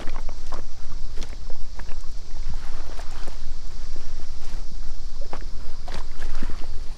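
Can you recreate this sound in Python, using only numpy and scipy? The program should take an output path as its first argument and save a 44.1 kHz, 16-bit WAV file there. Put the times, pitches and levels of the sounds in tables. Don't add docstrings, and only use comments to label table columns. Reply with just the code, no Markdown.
import sys
import numpy as np
from scipy import signal
from scipy.fft import rfft, irfft, next_fast_len
from scipy.io import wavfile
from scipy.ndimage import uniform_filter1d, map_coordinates

SR = 44100
rng = np.random.default_rng(int(sys.argv[2]) if len(sys.argv) > 2 else 0)


def pcm_store(signal):
    levels = np.round(np.clip(np.atleast_2d(signal), -1, 1) * 32767)
    wavfile.write(sys.argv[1], SR, levels.astype(np.int16).T)


N = 307583
TIME = np.arange(N) / SR

# pitch_hz [Hz], level_db [relative dB per Hz]
RUB_SPECTRUM = [(120, 4), (300, 3.5), (600, 5.5), (1100, 0.5), (1600, -4.5), (2400, -10.5), (4000, -11.5),
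                (8000, -21)]
# pitch_hz [Hz], level_db [relative dB per Hz]
CRACKLE_SPECTRUM = [(800, -5), (2000, 0), (3500, -3), (5500, -2.5), (8000, -9.5), (11000, -17),
                    (15500, -29)]


def amp(db):
    return 10 ** (np.asarray(db) / 20)


def unit(x):
    return x / np.sqrt(np.mean(x ** 2) + 1e-20)


def follow(rows, axis):
    rows = np.asarray(rows)
    return np.interp(TIME, rows[:, 0], rows[:, axis])


def colour(x, points):
    f, db = np.transpose(points)
    size = next_fast_len(len(x))
    hz = np.fft.rfftfreq(size, 1 / SR)
    gain = amp(np.interp(np.log(hz + 1e-3), np.log(f), db))
    return unit(irfft(rfft(x, size) * gain, size)[:len(x)])


def drift(per_s):
    knots = rng.standard_normal(4096)
    coarse = TIME[::64]
    return unit(np.interp(TIME, coarse, map_coordinates(knots, [coarse * per_s], order=3)))


def add(mix, s, sound):
    part = mix[max(round(s * SR), 0):][:len(sound)]
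    part += sound[:len(part)]


def ring(t, hz, t60, rise):
    return np.sin(2 * np.pi * hz * t) * amp(-60 * t / t60) * (1 - np.exp(-t / rise))


def grains(per_s, lo_hz, hi_hz, cycles, spread_db, count=32):
    out = np.zeros(N)
    for hz in np.geomspace(lo_hz, min(hi_hz, SR / 2), count):
        t = np.arange(int(cycles / hz * SR) + 8) / SR
        hit = rng.random(N) < per_s / count / SR
        size = amp(spread_db * np.minimum(rng.exponential(1, 2048), 4)) * rng.choice([-1, 1], 2048)
        clicks = np.zeros(N)
        clicks[hit] = np.resize(size, hit.sum())
        out += signal.oaconvolve(clicks, ring(t, hz, cycles / hz, .5 / hz) * hz)[:N]
    return unit(out)


def stroke(start, length):
    attack_s, release_s, swell_share = 0.0011, 0.041, 0.015
    t = TIME - start
    rise = attack_s + swell_share * length
    return np.sqrt(np.clip(t / rise, 0, 1)) * np.clip(1 - (t - length) / release_s, 0, 1)


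def shrill(hz, width):
    sos = signal.butter(2, width / 2, fs=SR, output="sos")
    wings = signal.sosfilt(sos, rng.standard_normal(N) + 1j * rng.standard_normal(N))
    phase = 2 * np.pi * np.cumsum(hz * np.ones(N)) / SR
    return unit((wings * np.exp(1j * phase)).real)


def wind(breeze_db=-35, gust_top_hz=101, lumpy_db=2, sway_db=-15.7, steady=0.51):
    # height_s [s], length_s [s], level_db [dB before the low-pass]
    gust_rows = [(1.18, 0.39, -30.5), (1.824, 0.43, -30.5), (2.465, 0.22, -27), (2.761, 0.26, -36),
                 (3.338, 0.3, -34.5), (4.039, 1, -37), (4.734, 0.071, -33), (6.003, 0.16, -30.5),
                 (6.53, 0.31, -32), (6.826, 0.43, -34.5)]
    # pitch_hz [Hz], level_db [relative dB per Hz]
    rumble_spectrum = [(12, -7.5), (20, 2), (31, 0.5), (44, -8.5), (66, -9.5), (77, -21.5), (140, -23),
                       (220, -31.5), (500, -46), (1500, -89)]
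    sway_spectrum = [(1, -27.5), (3, 0), (5, -1), (13.5, -1), (16.5, -8.5), (20, -18), (30, -13.5),
                     (60, -110)]
    gusts = sum(amp(db) * np.cos(np.pi * np.clip((TIME - s) / length, -.5, .5)) for s, length, db in gust_rows)
    low_pass = signal.butter(2, gust_top_hz, fs=SR, output="sos")
    deep = signal.sosfilt(low_pass, colour(rng.standard_normal(N), rumble_spectrum))
    breeze = amp(breeze_db) * colour(rng.standard_normal(N), rumble_spectrum)
    rumble = (breeze + gusts * deep) * amp(lumpy_db * drift(per_s=13))
    heave = signal.hilbert(colour(rng.standard_normal(N + SR), sway_spectrum), next_fast_len(N + SR))
    heave = colour(heave.real / (abs(heave) + 0.058) ** steady, sway_spectrum)[SR // 2:][:N]
    ease = signal.windows.tukey(N, .02)
    return rumble + amp(sway_db) * unit(heave) * ease


def river(swell_db=1.73, wash_db=0.5, lap_db=-7.5):
    # time_s [s], level_db [dB before wash_db or lap_db]
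    level = [(0, -49), (.7, -54.5), (1.1, -52), (1.6, -53), (2.2, -52.5), (3, -52), (3.5, -53), (4.3, -51),
             (4.7, -52), (5, -53), (5.25, -49), (6.1, -49.5), (6.97, -51)]
    # pitch_hz [Hz], level_db [relative dB per Hz]
    spectrum = [(70, 14.5), (150, -2), (240, 2.5), (360, 3.5), (600, -2), (1200, -3), (1800, -8.5),
                (2800, -12), (5000, -30), (8000, -17), (11000, -28), (15500, -32)]
    ripples = amp(follow(level, axis=1) + swell_db * drift(per_s=8.3))
    wash = colour(rng.standard_normal(N), spectrum)
    bubbles = grains(per_s=170, lo_hz=339.3, hi_hz=2368, cycles=74, spread_db=2.0, count=48)
    return ripples * (amp(wash_db) * wash + amp(lap_db) * colour(bubbles, spectrum))


def wavelets(fizz_db=-2.5, bubble_db=-3.5, spray_db=-21, surge_db=2.5):
    # height_s [s], build_s [s], drain_s [s], level_db [dB before each layer's own level]
    waves = [(2.65, 0.33, 0.2, -51), (2.81, 0.33, 0.25, -59.5), (3.15, 0.47, 0.36, -49.5),
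             (3.92, 0.41, 0.54, -56), (6.38, 0.28, 0.38, -49.5)]
    # pitch_hz [Hz], level_db [relative dB per Hz]
    fizz_spectrum = [(120, -33), (240, 2), (360, 0.5), (620, -11.5), (1000, 2.5), (1500, -2), (2100, -9.5),
                     (2800, -10.5), (4500, -11), (7000, -17), (10000, -22.5), (15500, -41)]
    bubble_spectrum = [(350, -1), (600, 5.5), (900, 1.5), (1300, 3.5), (1700, 5), (2300, 2), (3200, 0),
                       (4500, -22)]
    power = 0
    for s, build, drain, db in waves:
        place = np.clip((TIME - s) / np.where(TIME < s, build, drain), -1, 1)
        power = power + (amp(db) * np.cos(np.pi / 2 * place)) ** 2
    fizz = colour(rng.standard_normal(N), fizz_spectrum)
    bubbles = grains(per_s=700, lo_hz=367, hi_hz=3850, cycles=31, spread_db=1.0, count=48)
    bubbles = colour(bubbles, bubble_spectrum)
    spray = grains(per_s=120, lo_hz=4000, hi_hz=14000, cycles=6.8, spread_db=17.0, count=8)
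    spray = colour(spray, CRACKLE_SPECTRUM)
    water = amp(fizz_db) * fizz + amp(bubble_db) * bubbles + amp(spray_db) * spray
    return np.sqrt(power) * amp(surge_db * drift(per_s=25)) * water


def insects(centre_hz=5100, pull=.4, flutter_db=0.57, throb_db=0.5, waver_db=2.0, cicada_width_hz=560,
            trill_per_s=45, trill_depth_db=5):
    chorus_db, swell_db, nearest_s, pass_s = -55, 2.5, 3.4, 1.8
    # [Hz, followed only in part, by pull]
    slide = [(0, 4726), (.6, 5330), (1.1, 4870), (1.8, 5186), (3.2, 4766), (4.1, 5344), (4.8, 5183),
             (5.6, 4868), (6.97, 4605)]
    # pitch_hz [Hz], level_db [relative dB per Hz]
    chorus_spectrum = [(2500, -28), (3300, -4), (4000, 1), (4600, 5), (5300, 2.5), (5850, 2), (6200, -1),
                       (6600, -4), (7800, -8), (8400, -25), (11000, -28)]
    # time_s [s], pitch_hz [Hz], level_db [dB before wavering]
    cicada = [(0, 5650, -66), (.3, 5650, -58), (.85, 5750, -64), (1.1, 5030, -63), (1.7, 5400, -62),
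              (2.2, 5570, -61.5), (2.9, 5630, -62), (3.5, 5340, -66), (4.1, 5560, -58), (4.8, 5460, -63),
              (5.4, 5140, -58), (5.75, 4910, -60.5), (6.4, 4850, -60), (6.97, 4470, -66)]
    # start_s [s], length_s [s], pitch_hz [Hz], width_hz [Hz], level_db [dB before pulsing]
    trills = [(2.5, 5.2, 9090, 260, -78.5), (6.647, .4, 9200, 200, -73)]
    speed = 1 + pull * (follow(slide, axis=1) / centre_hz - 1)
    band = colour(rng.standard_normal(N + N // 4), chorus_spectrum)
    chorus = map_coordinates(band, [np.cumsum(speed)], order=3, mode="wrap")
    near = np.exp(-((TIME - nearest_s) / pass_s) ** 2)
    unsteady_db = throb_db * drift(per_s=4.9) + flutter_db * drift(per_s=66)
    out = chorus * amp(chorus_db + swell_db * near + unsteady_db)
    cicada_db = follow(cicada, axis=2) + waver_db * drift(per_s=15)
    out += shrill(follow(cicada, axis=1), cicada_width_hz) * amp(cicada_db)
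    for start, length, hz, width, db in trills:
        singing = uniform_filter1d(1. * (TIME >= start) * (TIME < start + length), size=2048)
        pulses = amp(trill_depth_db * np.sin(2 * np.pi * trill_per_s * TIME + drift(per_s=9)))
        out += shrill(hz, width) * singing * pulses * amp(db + waver_db * drift(per_s=29))
    return out


def chirps():
    first_s, every_s, half_s = 0.068, 0.1573, 0.017
    pitch_hz, sag_hz_per_s, width_hz = 7675, 2210, 87
    level_db, uneven_db, fade_db_per_s = -66, 2, 0.5
    beat = np.round((TIME - first_s) / every_s).astype(int)
    t = TIME - first_s - beat * every_s
    db = level_db - fade_db_per_s * TIME + uneven_db * rng.standard_normal(beat.max() + 1)[beat]
    return shrill(pitch_hz - sag_hz_per_s * t, width_hz) * amp(db) * np.exp(-(t / half_s) ** 4)


def gulps(glide=0.26):
    # start_s [s], peak_db [dB], pitch_hz [Hz at the start], length_s [s]
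    gulp_rows = [(5.211, -36.5, 520, 0.044)]
    out = np.zeros(N)
    for s, db, hz, length in gulp_rows:
        u = np.arange(int(length * SR)) / (length * SR)
        tone = np.sin(2 * np.pi * hz * length * (u + glide * u ** 2 / 2))
        add(out, s, amp(db) * tone * np.sin(np.pi * np.sqrt(u)) ** 2)
    return out


def pebbles(level_db=-71):
    ticks = grains(per_s=34, lo_hz=720, hi_hz=2660, cycles=17, spread_db=10.0)
    return amp(level_db) * colour(ticks, RUB_SPECTRUM)


def gravel(per_s=260, cycles=17, spread_db=1.5):
    # start_s [s], length_s [s], level_db [dB]
    shifts = [(0.01, .03, -51), (0.519, 0.08, -50.5), (.77, 0.21, -58.5), (2.618, 0.23, -53),
              (3.03, 0.19, -53), (4.42, 0.028, -53), (5.337, 0.022, -51), (5.902, 0.092, -48),
              (6.253, 0.3, -51.5)]
    # pitch_hz [Hz], level_db [relative dB per Hz]
    spectrum = [(350, -2), (700, 1), (1300, 4), (1900, -3.5), (3000, -18), (5000, -18)]
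    ticks = grains(per_s=per_s, lo_hz=571, hi_hz=3080, cycles=cycles, spread_db=spread_db, count=24)
    return colour(ticks, spectrum) * sum(amp(db) * stroke(start, length) for start, length, db in shifts)


def scuffs(rub_db=-1, crackle_db=-1, pebble_db=-6, grit_db=-17, jerk_db=2.5):
    # start_s [s], length_s [s], dull_db and bright_db [dB before each layer's own level]
    strokes = [(0, 0.034, -42, -52.5), (0.12, 0.097, -53, -77), (0.334, 0.068, -77, -67),
               (0.452, 0.072, -66, -56), (0.519, 0.069, -49.5, -55), (0.772, 0.12, -62.5, -59.5),
               (1.162, 0.098, -54, -53), (1.23, 0.019, -51, -61), (1.257, 0.099, -60, -62),
               (1.755, 0.058, -52.5, -60), (1.857, 0.052, -49.5, -68), (2.759, 0.18, -51, -76),
               (2.973, 0.039, -47, -48.5), (3.1, 0.26, -54.5, -57.5), (4.41, 0.14, -74, -52),
               (5.285, 0.06, -58, -72), (5.337, 0.031, -49, -57), (5.547, 0.5, -59, -80),
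               (5.871, 0.082, -48.5, -50.5), (5.913, 0.071, -48, -48.5), (6.194, 0.056, -52, -49.5),
               (6.293, 0.17, -70, -55), (6.544, 0.12, -76, -63), (6.802, 0.22, -72, -58.5)]
    walk_dull_db, walk_bright_db = -64.5, -62.5
    slips = amp(jerk_db * drift(per_s=70))
    rub = grains(per_s=1500, lo_hz=224.0, hi_hz=4320, cycles=6.1, spread_db=2.5)
    rub = colour(rub, RUB_SPECTRUM)
    stones = grains(per_s=230, lo_hz=559, hi_hz=3870, cycles=22, spread_db=3.5, count=32)
    stones = colour(stones, RUB_SPECTRUM)
    crackle = grains(per_s=3800, lo_hz=1600, hi_hz=14800, cycles=9.5, spread_db=3.0, count=20)
    crackle = colour(crackle, CRACKLE_SPECTRUM)
    grit = grains(per_s=34, lo_hz=7000, hi_hz=14000, cycles=2.9, spread_db=-9.0, count=8)
    grit = colour(grit, CRACKLE_SPECTRUM)
    dull, bright = amp(walk_dull_db) ** 2, amp(walk_bright_db) ** 2
    for start, length, dull_db, bright_db in strokes:
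        push = stroke(start, length)
        dull = dull + (amp(dull_db) * push) ** 2
        bright = bright + (amp(bright_db) * push) ** 2
    dull_sound = np.sqrt(dull) * (amp(rub_db) * rub + amp(pebble_db) * stones)
    bright_sound = np.sqrt(bright) * (amp(crackle_db) * crackle + amp(grit_db) * grit)
    return slips * (dull_sound + bright_sound)


def snaps(peak_db=3.5, t60=0.018, tail_db=-23, tail_t60=0.17, spike_db=-3, spike_t60=0.0095):
    # start_s [s], level_db [peak in dB before peak_db is added], pitch_hz [Hz]
    cracks = [(0.094, -36, 4240), (.2055, -47, 7700), (0.467, -39.5, 6900), (0.5387, -33, 5400),
              (1.2135, -51, 11000), (1.216, -33, 4600), (1.2274, -26, 5800), (1.2275, -29, 2950),
              (1.2892, -45, 8000), (1.812, -52, 10400), (2.0079, -40, 7500), (2.116, -49, 8000),
              (2.18, -51, 8620), (2.602, -51, 9500), (2.865, -52, 12500), (2.981, -44, 9600),
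              (3.0057, -42, 8040), (3.1103, -40, 7400), (3.123, -43, 6960), (3.218, -43, 5700),
              (3.235, -32, 4530), (3.279, -37.5, 8500), (3.6742, -43, 7230), (4.446, -34.5, 5590),
              (5.8805, -38, 4100), (5.921, -37, 4300), (5.9428, -28.5, 4770), (5.945, -47, 8400),
              (6.221, -50, 11500), (6.226, -49, 9000), (6.353, -33.5, 5660), (6.406, -55, 9900),
              (6.565, -56, 10540), (6.588, -38, 4700)]
    # pitch_factor [times its pitch], level_db [relative dB per Hz]
    crack_spectrum = [(.08, 4.5), (.3, -10), (.65, 5.5), (1.0, 16), (1.3, 2), (1.7, -6), (2.4, -49),
                      (4, -34)]
    out, t = np.zeros(N), np.arange(4096) / SR
    fade = amp(spike_db - 60 * t / spike_t60) + amp(-60 * t / t60) + amp(tail_db - 60 * t / tail_t60)
    for s, db, hz in cracks:
        crack = colour(rng.standard_normal(len(t)), np.array(crack_spectrum) * [hz, 1]) * fade
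        add(out, s, amp(db + peak_db) * crack / abs(crack).max())
    return out


def thuds(level_db=-1, rise=0.002, overtone=1.465, overtone_db=-10):
    # start_s [s], peak_db [dB before level_db is added], pitch_hz [Hz], ring_cycles [cycles to fall 60 dB]
    thud_rows = [(0.02, -28, 286, 4.5), (.073, -28.5, 300, 8.9), (.082, -31, 515, 22),
                 (1.178, -35, 404, 8.3), (1.197, -33.5, 376, 7), (1.212, -31, 245, 5.5),
                 (1.5, -33, 514, 18), (2.499, -29, 131.1, 9.3), (2.723, -39, 435, 5.9),
                 (2.808, -36.5, 313, 10), (2.896, -27, 370, 2.1), (3.222, -40, 340, 14),
                 (3.279, -30, 344, 7), (3.962, -30.5, 337, 5.1), (4.196, -37.5, 330, 17.7),
                 (4.717, -34, 169, 5.8), (5.258, -35.5, 393, 9), (5.423, -33, 330, 4.3),
                 (5.952, -30, 190, 5.1), (6.4272, -21.5, 215, 5), (6.435, -29.5, 310, 6),
                 (6.4979, -25.5, 263, 3.5), (6.616, -33, 320, 9.8)]
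    out, t = np.zeros(N), np.arange(4096) / SR
    for s, db, hz, cycles in thud_rows:
        t60 = cycles / hz
        push = ring(t, hz, t60, rise)
        push += amp(overtone_db) * ring(t, hz * overtone * rng.uniform(0.76, 1.146), t60, rise)
        add(out, s, amp(db + level_db) * push / abs(push).max())
    return out


def clacks(level_db=0, bed_db=-2, bed_lo_hz=220, bed_hi_hz=540, bed_t60=0.041, rise=0.0002,
           chatter=0.28, chatter_t60=0.022, top_hz=3400):
    # start_s [s], peak_db [dB], pitch_hz [Hz], hardness_db [dB added to the upper modes],
    # bed_level_db [rock bed in dB relative to the slab's peak, before bed_db],
    # looseness [factor on ring time and chatter]
    knocks = [(0.031, -31, 1780, 14, -23, 1), (0.0717, -35, 1150, 4, -8, .6),
              (0.0744, -26.5, 1780, -6, -5, 0.48), (.0815, -30.5, 1190, 13, -6, .7),
              (0.0841, -30.5, 566, 13, -15, 0.62), (0.0955, -29.5, 2400, -6, -11, 0.86),
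              (.148, -34, 1090, -8, -15, 0.79), (0.1616, -23.5, 1040, 2.5, -9.5, 0.9),
              (0.1836, -27, 870, 8, -5, 1.7), (0.186, -32, 1270, -4, -14, .8),
              (0.29, -26.5, 1150, -1, -6, 2), (.32, -35, 900, 4, -12, 0.47),
              (0.5211, -26.5, 816, -7, -21, 0.45), (0.528, -25.5, 1060, -12, -23, 2.3),
              (0.5316, -31, 1100, -6, -14, 0.94), (0.536, -34, 1230, -3, -4, 0.94),
              (0.5426, -25.5, 980, -7, -5, 0.96), (0.5607, -29.5, 1170, -7, -4, 0.86),
              (0.568, -33, 1210, -1, -11, .6), (0.572, -33, 1070, 9, -2, 0.54),
              (0.588, -44.5, 613, -2, 18, 0.99), (0.598, -41, 1100, -5, -19, 0.76),
              (.919, -38, 1160, -8, -21, 1.9), (1.229, -34, 1410, 8, 1, 0.46),
              (1.238, -43, 1920, 4, -8, 0.54), (1.2947, -40, 2320, -5, -15, .6),
              (1.302, -35, 1070, 8, -8, 0.78), (1.3294, -31.5, 2200, 5, -1, 0.51),
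              (1.5009, -39, 559, 18, 2, 0.8), (1.7917, -29.5, 983, -1, -7, 0.41),
              (1.797, -24.5, 1660, -8, -6.5, 0.6), (1.888, -35, 1670, 20, -18, 0.5),
              (1.895, -38, 2670, -6, -16, .7), (1.918, -29.5, 1050, 14, -3.5, 0.59),
              (2.037, -41.5, 1106, 1, -22, 2.5), (2.31, -40.5, 1860, -6, -21, 0.76),
              (2.367, -36, 870, -3, -18, 1.5), (2.429, -41, 2154, -8, -15, 0.83),
              (2.5375, -35, 805, -2, -16, 1.2), (2.807, -32, 840, 14, -11, 0.52),
              (2.992, -27.5, 700, -7, -16, 0.69), (2.9962, -25.5, 680, 6, -24, 1),
              (2.668, -38, 860, 0, -13, 1), (3.121, -35.5, 790, 0, -20, 1.7), (3.133, -44, 900, 4, -17, 1),
              (3.157, -35, 625, 18, -18, .8), (3.235, -31.5, 1500, 8, -17, 0.6),
              (3.2745, -28, 700, 4, -8, 0.32), (3.2803, -34, 640, 20, 1, 0.56),
              (4.1957, -37, 680, -3, -9, 1.1), (4.829, -42, 1364, -6, -24, 1.1),
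              (5.3328, -18.5, 800, 8.5, -10, .6), (5.3331, -23.5, 1230, -5, -14, 1.3),
              (5.339, -23.5, 830, -8, -10, 0.29), (5.3447, -33, 1290, 7, -13, 0.46),
              (5.346, -37, 600, 10, 5.5, 0.8), (5.352, -31, 1160, 11, -15, 0.76),
              (5.358, -27, 1100, -5, -23, 0.66), (5.409, -31.5, 1730, -7, -26, 0.41),
              (5.8799, -25.5, 706, -2, -18, 0.86), (5.891, -35, 790, -1, -20, 0.58),
              (5.907, -46, 1410, 6, -14, .6), (5.921, -30, 1900, 8, -3, 0.66),
              (5.925, -31, 980, 14, -11, 0.83), (5.931, -32, 1050, 6, -14, 0.96),
              (5.944, -29, 1170, 23, -2, 0.43), (5.9557, -26, 1560, 10, -12, 0.8),
              (5.957, -32, 900, 5, -11, 1), (5.976, -35, 1070, 2, -16, 1.5),
              (5.988, -44, 1140, 0, -12, 0.74), (6.006, -29, 1020, -10, -24, 0.92),
              (6.218, -37, 1600, -6, -17, 0.74), (6.224, -28.5, 1650, -10, -8, 1.4),
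              (6.231, -34, 730, -3, -18, 0.98), (6.259, -41, 674, -7, 7, 0.94),
              (6.302, -40, 960, 0, -12, 0.89), (6.347, -34, 1360, -11, -23, 1.5),
              (6.092, -46, 1960, -8, -20, .8), (6.115, -39, 2100, -8, -20, 0.67),
              (6.155, -39.5, 1350, -4, -21, 0.69), (6.293, -40, 1900, -6, -16, .8),
              (6.379, -33, 1370, -6, -24, 1.2), (6.456, -41, 1310, -6, -22, 1.5),
              (6.507, -38, 1210, -4, -20, 1.3), (6.433, -32.5, 1810, -8, -19, 1.3),
              (6.51, -38, 1880, -8, -21, 0.91), (6.5992, -35, 2825, -2, -27, 0.74),
              (6.6394, -29, 710, 3, -6.5, 0.79)]
    # pitch_factor [times its pitch], level_db [dB], ring_factor [times its ring time]
    modes = [(.62, 0.5, 0.18), (.81, -10.5, 1), (0.999, 1.5, 0.8), (1.24, -19.5, 0.56), (1.57, -14, 0.8),
             (2.0, -11, 0.42), (2.6, -18, 0.82)]
    slab_hz, slab_t60_s, small_dies = 1000, 0.025, 0.24
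    out, t = np.zeros(N), np.arange(4096) / SR
    ratio, mode_db, hold = np.transpose(modes)
    own = np.argmax(mode_db)
    for s, db, hz, hard_db, below_db, loose in knocks:
        t60 = loose * slab_t60_s * (slab_hz / hz) ** small_dies
        shape = 1 + 0.092 * rng.standard_normal(len(modes)) * (ratio != ratio[own])
        weight = rng.choice([-1, 1], len(modes)) * amp(mode_db + hard_db * (ratio > ratio[own + 1]))
        weight /= 1 + (hz * ratio / top_hz) ** 6
        slab = weight @ ring(t, (hz * ratio * shape)[:, None], t60 * hold[:, None], rise)
        contacts = rng.choice([-1, 1], len(t)) * (rng.random(len(t)) < 900 / SR)
        contacts = contacts * amp(-60 * t / chatter_t60)
        slab += loose * chatter * signal.fftconvolve(slab, contacts)[:len(t)]
        rocks_hz = np.geomspace(bed_lo_hz, bed_hi_hz, 4) * rng.uniform(.88, 1.12, size=4)
        bed = rng.choice([-1, 1], size=4) @ ring(t, rocks_hz[:, None], bed_t60, rise)
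        knock = slab / abs(slab).max() + amp(below_db + bed_db) * bed / abs(bed).max()
        add(out, s, amp(db + level_db) * knock)
    return out


def bank(x, wet_db=-18, t60=0.019):
    t = np.arange(8192) / SR
    taps = rng.standard_normal(len(t)) * (rng.random(len(t)) < 2000 / SR)
    taps = taps * amp(-60 * t / t60) * (t > .004)
    return x + amp(wet_db) * signal.oaconvolve(x, taps / np.linalg.norm(taps))[:N]


def scene():
    surroundings = wind() + river() + wavelets() + insects() + chirps()
    steps = bank(gulps() + pebbles() + snaps() + thuds() + clacks()) + gravel() + scuffs()
    return (surroundings + steps)[None]


def record(dry):
    edge_hz = 15720
    taps = signal.firwin(511, edge_hz, window=("kaiser", 9), fs=SR)
    padded = np.pad(dry, ((0, 0), (255, 255)), "reflect", reflect_type="odd")
    return signal.oaconvolve(padded, taps[None], "valid")


dry = scene()
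out = record(dry)
pcm_store(out)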